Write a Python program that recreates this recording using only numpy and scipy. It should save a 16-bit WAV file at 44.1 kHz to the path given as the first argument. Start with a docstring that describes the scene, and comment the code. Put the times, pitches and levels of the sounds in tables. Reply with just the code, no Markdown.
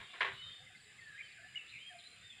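"""By a pond ringed with forest, in the morning: a few faint taps and one sharp wooden knock sound
across the water, and the trees throw the knock back. Knocks are bursts of noise plus ringing wood tones.
Small birds whistle, chirp and tick near and far, and a distant chicken calls: gliding tones with echoes.
Insects hiss, buzz and trill, made from narrow noise and a wavering tone, over shaped noise
for the far hiss, a wash and a low, uneven rumble of air."""
import sys
import numpy as np
from scipy import signal
from scipy.fft import rfft, irfft
from scipy.io import wavfile
from scipy.ndimage import uniform_filter1d, map_coordinates

SR = 44100
rng = np.random.default_rng(int(sys.argv[2]) if len(sys.argv) > 2 else 0)


def dump_mix(stems):
    """Bounce the given channels to the path in sys.argv[1] as a 16-bit WAV at rate SR."""
    frames = np.atleast_2d(stems).T  # one column per channel
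    limited = np.clip(frames, -1, 1)  # hard clip at full scale
    pcm = np.round(limited * 32767).astype(np.int16)
    wavfile.write(sys.argv[1], SR, pcm)


N = 105840  # length of the scene in samples


def amp(db):
    """Turns decibels into a gain."""
    return 10 ** (np.asarray(db) / 20)


def evened(x):
    """Scales a sound to an average (rms) strength of one."""
    return x / np.sqrt(np.mean(x ** 2) + 1e-20)


def read(points, hz):
    """Reads a table between its points, with pitch on a logarithmic scale."""
    table_hz, value = np.transpose(points)
    return np.interp(np.log(hz + 1), np.log(table_hz + 1), value)


def level(points):
    """Gain at every sample, from a table of (time [s], level [dB])."""
    times, db = np.transpose(points)
    return amp(np.interp(np.arange(N) / SR, times, db))


def add(mix, s, sound):
    """Mixes a sound in, starting at time s in seconds."""
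    part = mix[max(round(s * SR), 0):][:len(sound)]
    part += sound[:len(part)]


def noise(colour):
    """Steady noise whose balance of low and high follows a table."""
    spectrum = rfft(rng.standard_normal(N))
    gain = amp(read(colour, np.fft.rfftfreq(N, 1 / SR)))
    return evened(irfft(spectrum * gain, N))


def band(hz, width_hz):
    """Noise gathered in a narrow bell around one pitch."""
    f = np.fft.rfftfreq(N, 1 / SR)
    bell = np.exp(-.5 * ((f - hz) / width_hz) ** 2)
    return evened(irfft(rfft(rng.standard_normal(N)) * bell, N))


def drift(size, rate_hz):
    """A smooth random wander of about unit size, from curves through random points."""
    knots = rng.standard_normal(256)
    place = np.arange(size) * rate_hz / SR
    return map_coordinates(knots, [place], order=3, mode="mirror")


def scatter(x, t60, rise_s):
    """Echoes scattered by trunks and leaves: random reflections that fade by 60 dB in t60 seconds."""
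    t = np.arange(SR) / SR
    taps = rng.standard_normal(SR) * (rng.random(SR) < 1500 / SR)  # about 1500 echoes per second
    tail = taps * (1 - np.exp(-t / rise_s)) * amp(-60 * t / t60)
    return signal.fftconvolve(x, tail / np.linalg.norm(tail))[:N]


NOTE_EDGE, WAVER, WAVER_HZ = 0.14, 0.0045, 79.4  # share of length, share of pitch, wander rate
FLUTTER_DB, FLUTTER_HZ = 2.8, 71  # most the loudness strays either way, wander rate


def note(length, pitches, overtone_db=-45, bend=0):
    """A nearly pure tone gliding through three pitches, wavering slightly in pitch and loudness."""
    u = np.linspace(0, 1, round(length * SR))
    glide = np.polyval(np.polyfit([0, .5, 1], pitches, 2), u)
    hz = glide * (1 + bend + WAVER * drift(len(u), WAVER_HZ))
    turn = 2 * np.pi * np.cumsum(hz) / SR
    edge = np.clip(np.minimum(u, 1 - u) / NOTE_EDGE, 0, 1)
    shape = np.sin(np.pi / 2 * edge) ** 2
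    flutter = amp(FLUTTER_DB * np.tanh(drift(len(u), FLUTTER_HZ)))
    tone = np.sin(turn) + amp(overtone_db) * np.sin(2 * turn)
    return np.sqrt(2) * shape * flutter * tone


# colour of the far hiss: (pitch [Hz], relative level per Hz [dB])
AIR_COLOUR = [(100, -13), (200, -4), (400, -12), (800, -11), (1150, -30.5), (1400, -13.5), (1700, 1),
              (2100, -1), (2600, 1.5), (3200, -8), (4000, -19), (4900, -5.5), (5500, -21), (6400, -19.5),
              (9000, -21), (11000, -30.5), (15500, -33)]
AIR_DB = -65


def hiss():
    """The far hiss of the countryside: steady shaped noise."""
    return amp(AIR_DB) * noise(AIR_COLOUR)


# loudness of the mid-range wash as it swells and sinks: (time [s], level [dB])
WASH_LEVEL = [(0, -62.5), (0.12, -58.5), (0.3, -56.5), (0.5, -58), (0.7, -72), (0.9, -67), (2.4, -69)]
# colour of the wash: (pitch [Hz], relative level per Hz [dB])
WASH_COLOUR = [(150, -23.5), (400, -9), (800, -21.5), (1200, -2.5), (2000, -4.5), (3800, 3.5), (5200, -23),
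               (9000, -47.5)]


def wash():
    """A mid-range wash: shaped noise that mostly dies away."""
    return level(WASH_LEVEL) * noise(WASH_COLOUR)


# uneven loudness of the rumble: (time [s], level [dB])
RUMBLE_LEVEL = [(0.0, -57.5), (0.13, -84.5), (0.35, -57.5), (0.39, -69), (0.51, -60.5), (0.56, -87),
                (0.61, -68), (0.85, -76), (1.15, -71), (1.18, -80), (1.54, -71), (1.64, -83.5),
                (1.76, -67.5), (1.82, -80.5), (2.0, -74.5), (2.03, -84), (2.18, -69), (2.4, -77)]
# colour of the rumble: (pitch [Hz], relative level per Hz [dB])
RUMBLE_COLOUR = [(20, -35), (45, -13.5), (80, -3), (115, 0.5), (160, -5.5), (230, -16.5), (400, -42.5),
                 (900, -48.5)]


def rumble():
    """A lumpy low rumble of air: deep noise whose level keeps rising and dipping."""
    return level(RUMBLE_LEVEL) * noise(RUMBLE_COLOUR)


# how strongly the far din flickers: (pitch [Hz], share of full flicker [0 to about 1])
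FLICKER_SHARE = [(200, .3), (500, .9), (1500, 1), (3500, .9), (5000, .6), (7000, .3), (11000, .1)]
PATCH_DB, PATCH_S, PATCH_HZ = 3.2, .07, 170  # flicker strength; smoothing in time and pitch


def patchy(x):
    """Brief, narrow swells and gaps, as in a din of many far voices."""
    hz, at, z = signal.stft(x, SR, nperseg=1024, noverlap=768)
    field = rng.standard_normal(z.shape)
    for _ in range(2):
        field = uniform_filter1d(field, round(PATCH_S / at[1]), axis=1)
        field = uniform_filter1d(field, round(PATCH_HZ / hz[1]), axis=0)
    flicker_db = PATCH_DB * evened(field) * read(FLICKER_SHARE, hz)[:, None]
    return signal.istft(z * amp(flicker_db), SR, nperseg=1024, noverlap=768)[1][:N]


def air():
    """A flickering hiss and wash, with the rumble beneath."""
    return patchy(hiss() + wash()) + rumble()


# colour of the shimmer of many far insects: (pitch [Hz], relative level per Hz [dB])
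SHIMMER_COLOUR = [(5500, -58), (6600, -20), (7000, 11), (7300, 6.5), (7800, 7), (8200, -2), (8600, 8.5),
                  (8900, -1.5), (9300, 0), (10150, -1), (10600, -11), (11500, -43)]
SHIMMER_DB = -73.5


def shimmer():
    """Many far insects blended into a wide band of high noise."""
    return amp(SHIMMER_DB) * noise(SHIMMER_COLOUR)


# loudness of the insect buzz: (time [s], level [dB])
BUZZ_LEVEL = [(0, -80), (1.3, -77.5), (1.75, -73.5), (2.4, -73.5)]
BUZZ_HZ, BUZZ_WIDTH_HZ, BUZZ_PER_S = 7290, 140, 73  # pitch, spread, average pulses per second


def buzz():
    """A lasting buzz: narrow noise that pulses at a slightly uneven rate."""
    rate = BUZZ_PER_S * (1 + .05 * drift(N, 20))
    beat = 1 + .7 * np.sin(2 * np.pi * np.cumsum(rate) / SR)
    return level(BUZZ_LEVEL) * evened(band(BUZZ_HZ, BUZZ_WIDTH_HZ) * beat)


# insect trills: (time [s], length [s], peak level [dB])
TRILLS = [(0.0, 0.27, -76.5), (1.846, 0.35, -68)]
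TRILL_HZ, TRILL_PER_S, TRILL_WIDTH_HZ = 9250, 67.9, 45  # pitch, pulses per second, pitch wander


def trills():
    """High trills: a wandering tone opened and closed by rapid wing beats."""
    out = np.zeros(N)
    for s, length, db in TRILLS:
        size = round(length * SR)
        wings = np.sin(np.pi * TRILL_PER_S * np.arange(size) / SR) ** 2
        hz = TRILL_HZ + TRILL_WIDTH_HZ * drift(size, 300)
        tone = np.sin(2 * np.pi * np.cumsum(hz) / SR)
        add(out, s, amp(db) * wings * signal.windows.tukey(size, .2) * tone)
    return out


def insects():
    """A wide shimmer, a pulsing buzz and higher, fast trills."""
    return shimmer() + buzz() + trills()


FOREST_T60_S, FOREST_RISE_S = 1, 0.004  # time to fade by 60 dB, time to build up
CHORUS_PER_S, CHORUS_HZ, CHORUS_DB = 24, (1550, 3545), -73  # notes per second, pitch range, level


def chorus():
    """Many far birds: short notes at random times, heard mostly through their echoes."""
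    out = np.zeros(N)
    low, high = CHORUS_HZ
    for when, pitch, glide, span, size in rng.random((round(CHORUS_PER_S * N / SR), 5)):
        hz = low * (high / low) ** pitch
        slope = 0.208 * (glide - .5)  # may rise or fall
        chirp = note(0.0138 + 0.0514 * span, (hz * (1 - slope), hz, hz * (1 + slope)))
        add(out, when * N / SR, amp(-12 * size) * chirp)
    return amp(CHORUS_DB) * evened(.5 * out + scatter(out, FOREST_T60_S, FOREST_RISE_S))


# colour of a knock: (pitch [Hz], relative level per Hz [dB])
KNOCK_COLOUR = [(120, -46), (280, -22), (400, -5.5), (520, -15), (800, -12), (1060, -5.5), (1250, -9.5),
                (1750, -1.5), (2200, -2), (2600, -9), (3100, -5), (3800, -11.5), (4400, -22.5),
                (5000, -29.5), (5800, -37.5), (9000, -45), (11000, -50), (15500, -62)]
CRACK_T60_S, CRACK_LOW_HZ = 0.12, 650  # time to fade by 60 dB; the crack has no bass below this


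def crack(sharp_db):
    """The sharp start of a knock: close reflections as a burst of noise without bass."""
    t = np.arange(N) / SR
    thin = signal.butter(3, CRACK_LOW_HZ, "high", fs=SR, output="sos")
    burst = signal.sosfilt(thin, noise(KNOCK_COLOUR))
    return burst * amp(sharp_db - 60 * t / CRACK_T60_S) * np.minimum(t / 0.00072, 1)


# how long each part of the knock's tail lasts: (pitch [Hz], time to fade by 60 dB [s])
KNOCK_T60 = [(300, 0.15), (900, .28), (2200, 0.28), (4000, 0.12), (6000, 0.22), (12000, 0.086)]
BLOOM_CYCLES = 4.5  # build-up in cycles, so low tones build up more slowly
KNOCK_TAIL_DB, TAIL_RISE_S, GRAIN_DB, GRAIN_PER_S = -1.5, 0.011, 2.5, 450


def knock_tail():
    """The grainy tail of a knock: noise whose bass builds late and whose treble mostly fades sooner."""
    t = np.arange(N) / SR
    hz, at, z = signal.stft(noise(KNOCK_COLOUR), SR, nperseg=256)
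    bloom = 1 - np.exp(-np.outer(hz, at) / BLOOM_CYCLES)
    fade = amp(-60 * at / read(KNOCK_T60, hz)[:, None])
    tail = signal.istft(z * bloom * fade, SR, nperseg=256)[1][:N]
    grain = amp(KNOCK_TAIL_DB + GRAIN_DB * drift(N, GRAIN_PER_S))
    return grain * tail * (1 - np.exp(-t / TAIL_RISE_S))


# tones of the struck wood: (pitch [Hz], relative level [dB], time to fade by 60 dB [s])
WOOD = [(389, -15.5, 0.34), (426.8, -14.5, 0.27), (524.3, -16.5, 0.28), (674, -13, 0.27), (874, -18, .2),
        (1029, -11, 0.32), (1091, -0.5, 0.091), (1755, -15, 0.11), (1745, -14, 0.19), (2330, 1, 0.083)]


def wood_ring():
    """The struck wood ringing: a set of tones that each build up and die away."""
    t = np.arange(SR // 2) / SR
    ring = np.zeros(len(t))
    for hz, db, t60 in WOOD:
        shape = amp(db - 60 * t / t60) * np.minimum(t * hz / BLOOM_CYCLES, 1)
        ring += shape * np.sin(2 * np.pi * (hz * t + rng.random()))
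    return ring


# taps, the knock and its echo: (time [s], level [dB], crack level relative to that [dB])
KNOCKS = [(0.001, -48, -1.5), (0.072, -77, 15), (0.134, -44, -31), (0.2063, -29.5, 0), (0.2481, -32.5, -5)]
RING_DB = -6


def knocks():
    """Each knock joins a crack, a grainy tail and the ringing of the wood."""
    out = np.zeros(N)
    for s, db, sharp_db in KNOCKS:
        add(out, s, amp(db) * (crack(sharp_db) + knock_tail()))
        add(out, s, amp(db + RING_DB) * wood_ring())
    return out


# far chicken calls: (time [s], length [s], start [Hz], middle [Hz], end [Hz], level [dB])
CLUCKS = [(0.09, 0.13, 743, 718, 690, -72.5), (0.443, 0.1, 522, 534, 534, -80.5),
          (0.592, 0.039, 687, 740, 800, -72.5), (0.6, 0.075, 503, 511.5, 535, -77),
          (0.699, 0.038, 750, 736, 735, -74.5), (0.832, .07, 430, 423, 412, -77),
          (1.382, 0.054, 710, 679.5, 673, -73), (1.444, 0.028, 683, 736, 776, -69),
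          (1.898, 0.047, 733, 724.6, 702, -64.5), (1.939, .07, 699, 696.6, 694, -62)]
CLUCK_OVERTONE_DB, CLUCK_ROUGH_DB, CLUCK_ECHO_DB = -20, 3.5, -11


def clucks():
    """A chicken's hoarse, nearly level calls: tones with an overtone and a rough, quivering loudness."""
    calls = []
    for s, length, start, middle, end, db in CLUCKS:
        tone = note(length, (start, middle, end), CLUCK_OVERTONE_DB)
        hoarse = evened(tone * amp(CLUCK_ROUGH_DB * drift(len(tone), 129)))
        calls.append((s, amp(db) * hoarse, CLUCK_ECHO_DB))
    return calls


# clear bird notes: (time [s], length [s], start [Hz], middle [Hz], end [Hz],
# level at mid-note [dB], level change over the note [dB], sound sent to the echoes [dB])
NOTES = [(0.092, 0.048, 3454, 3514, 3500, -65, -1, -8), (0.353, 0.21, 2908, 3078, 3327, -56, -5, -8),
         (0.411, 0.27, 3754, 3618, 3650, -58.5, -20.5, -13),
         (0.809, 0.063, 8180, 7740, 7670, -73.5, -8, -3), (0.986, .19, 1920, 1737, 1586, -59, 4, -3),
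         (1.152, .036, 1750, 1952, 2245, -64, 7, 10), (1.178, 0.026, 2230, 2475, 2280, -55, 9, -2),
         (1.202, 0.017, 2400, 2290, 2130, -50.5, -5, -9), (1.223, 0.059, 3096, 3084, 2977, -60.5, -3, -11),
         (1.368, .022, 1740, 1615, 1380, -58.5, -2, 0), (1.426, 0.081, 1701, 1757, 1650, -65, -13, -0.5),
         (1.482, 0.053, 2945, 2950, 2860, -67.5, -9, -10), (1.548, .01, 2050, 2224, 2340, -55, -16, 2.5),
         (1.5555, .026, 2820, 2915, 2750, -42, 3, -10), (1.574, 0.026, 2723, 2735, 2520, -57, 4, 2),
         (1.672, 0.062, 3260, 3800, 3940, -65, -9, -6.5), (1.675, 0.0467, 3770, 4047, 4140, -63.5, 5, -4),
         (1.776, 0.13, 2808, 3174, 3178, -59, 7, -2.5), (1.896, 0.041, 1857, 1710, 1480, -57.5, -10.5, -21),
         (1.947, 0.03, 2036, 2278, 2480, -69, 5, 4.5), (1.986, 0.03, 4320, 3620, 3120, -60.5, -6, -0.5),
         (2.028, 0.064, 3505, 3924, 4040, -62, -1, -9), (2.034, 0.049, 3878, 4090, 4140, -62.5, 10, -5),
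         (2.207, .075, 3540, 3620, 3610, -65.5, 14, -7), (2.283, 0.05, 3620, 3480, 3200, -61, 17, 0.5)]


def whistles():
    """Clear whistles and chirps: gliding tones that grow or fade as they go."""
    calls = []
    for s, length, start, middle, end, db, change_db, echo_db in NOTES:
        tone = note(length, (start, middle, end))
        gain = amp(db + change_db * np.linspace(-.5, .5, len(tone)))
        calls.append((s, tone * gain, echo_db))
    return calls


# soft falling pips: (time [s], level [dB])
PIPS = [(0.411, -58.5), (0.499, -61.5), (0.664, -59), (0.749, -61), (0.899, -66), (0.983, -60)]
PIP_S, PIP_HZ, PIP_ECHO_DB = 0.0182, (2190, 2060, 2020), -11.5


def pips():
    """Soft pips: very short tones that fall in pitch."""
    return [(s, amp(db) * note(PIP_S, PIP_HZ), PIP_ECHO_DB) for s, db in PIPS]


# a bird's high falling ticks, by group of three: (time [s], level [dB])
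TICK_GROUPS = [(0.52, -69.5), (0.765, -69), (1.005, -68.5), (1.248, -68)]
TICK_GAP_S, TICK_S, TICK_HZ, TICK_ECHO_DB = .0342, 0.019, (4760, 4476, 4340), -22


def ticks():
    """High ticks in threes: short tones that fall in pitch."""
    calls = []
    for s, db in TICK_GROUPS:
        for k in range(3):
            calls.append((s + k * TICK_GAP_S, amp(db) * note(TICK_S, TICK_HZ), TICK_ECHO_DB))
    return calls


# one rattling churr: (time [s], length [s])
CHURR = (1.714, .086)
CHURR_HZ, CHURR_DB, CHURR_ECHO_DB = (2450, 2380, 2050), -49.5, 1
CHURR_PER_S, CHURR_JITTER, CHURR_SWEEP = 100, .25, .2  # chirps per second, share of rate, share of pitch


def churr():
    """A fast train of tiny downward chirps that swells and fades."""
    s, length = CHURR
    u = np.linspace(0, 1, round(length * SR))
    rate = CHURR_PER_S * (1 + CHURR_JITTER * drift(len(u), 100))
    cycle = (np.cumsum(rate) / SR) % 1
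    tone = note(length, CHURR_HZ, bend=CHURR_SWEEP * (1 - 2 * cycle))
    swell = abs(np.sin(np.pi * u ** 0.47)) ** 0.88
    return [(s, amp(CHURR_DB) * tone * np.sin(np.pi * cycle) ** 2 * swell, CHURR_ECHO_DB)]


LEAVES_T60_S, LEAVES_RISE_S, LEAVES_DB = .13, 0.004, -1  # the short echo
FOREST_DB = 1  # the long echo


def birds():
    """All the single calls, each heard directly and through a short and a long forest echo."""
    direct, sent = np.zeros(N), np.zeros(N)
    for s, sound, echo_db in clucks() + whistles() + pips() + ticks() + churr():
        add(direct, s, sound)
        add(sent, s, sound * amp(echo_db))
    leaves = amp(LEAVES_DB) * scatter(sent, LEAVES_T60_S, LEAVES_RISE_S)
    forest = amp(FOREST_DB) * scatter(sent, FOREST_T60_S, FOREST_RISE_S)
    return direct + leaves + forest


def scene():
    """Everything heard from the bank, as one channel."""
    return (air() + insects() + chorus() + knocks() + birds())[None]


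EDGE_HZ = 15700


def record(dry):
    """Cuts away the highest treble with a steep low-pass filter."""
    low_pass = signal.firwin(511, EDGE_HZ, window=("kaiser", 9), fs=SR)
    return signal.oaconvolve(dry, low_pass[None], "same")


dry = scene()
out = record(dry)
dump_mix(out)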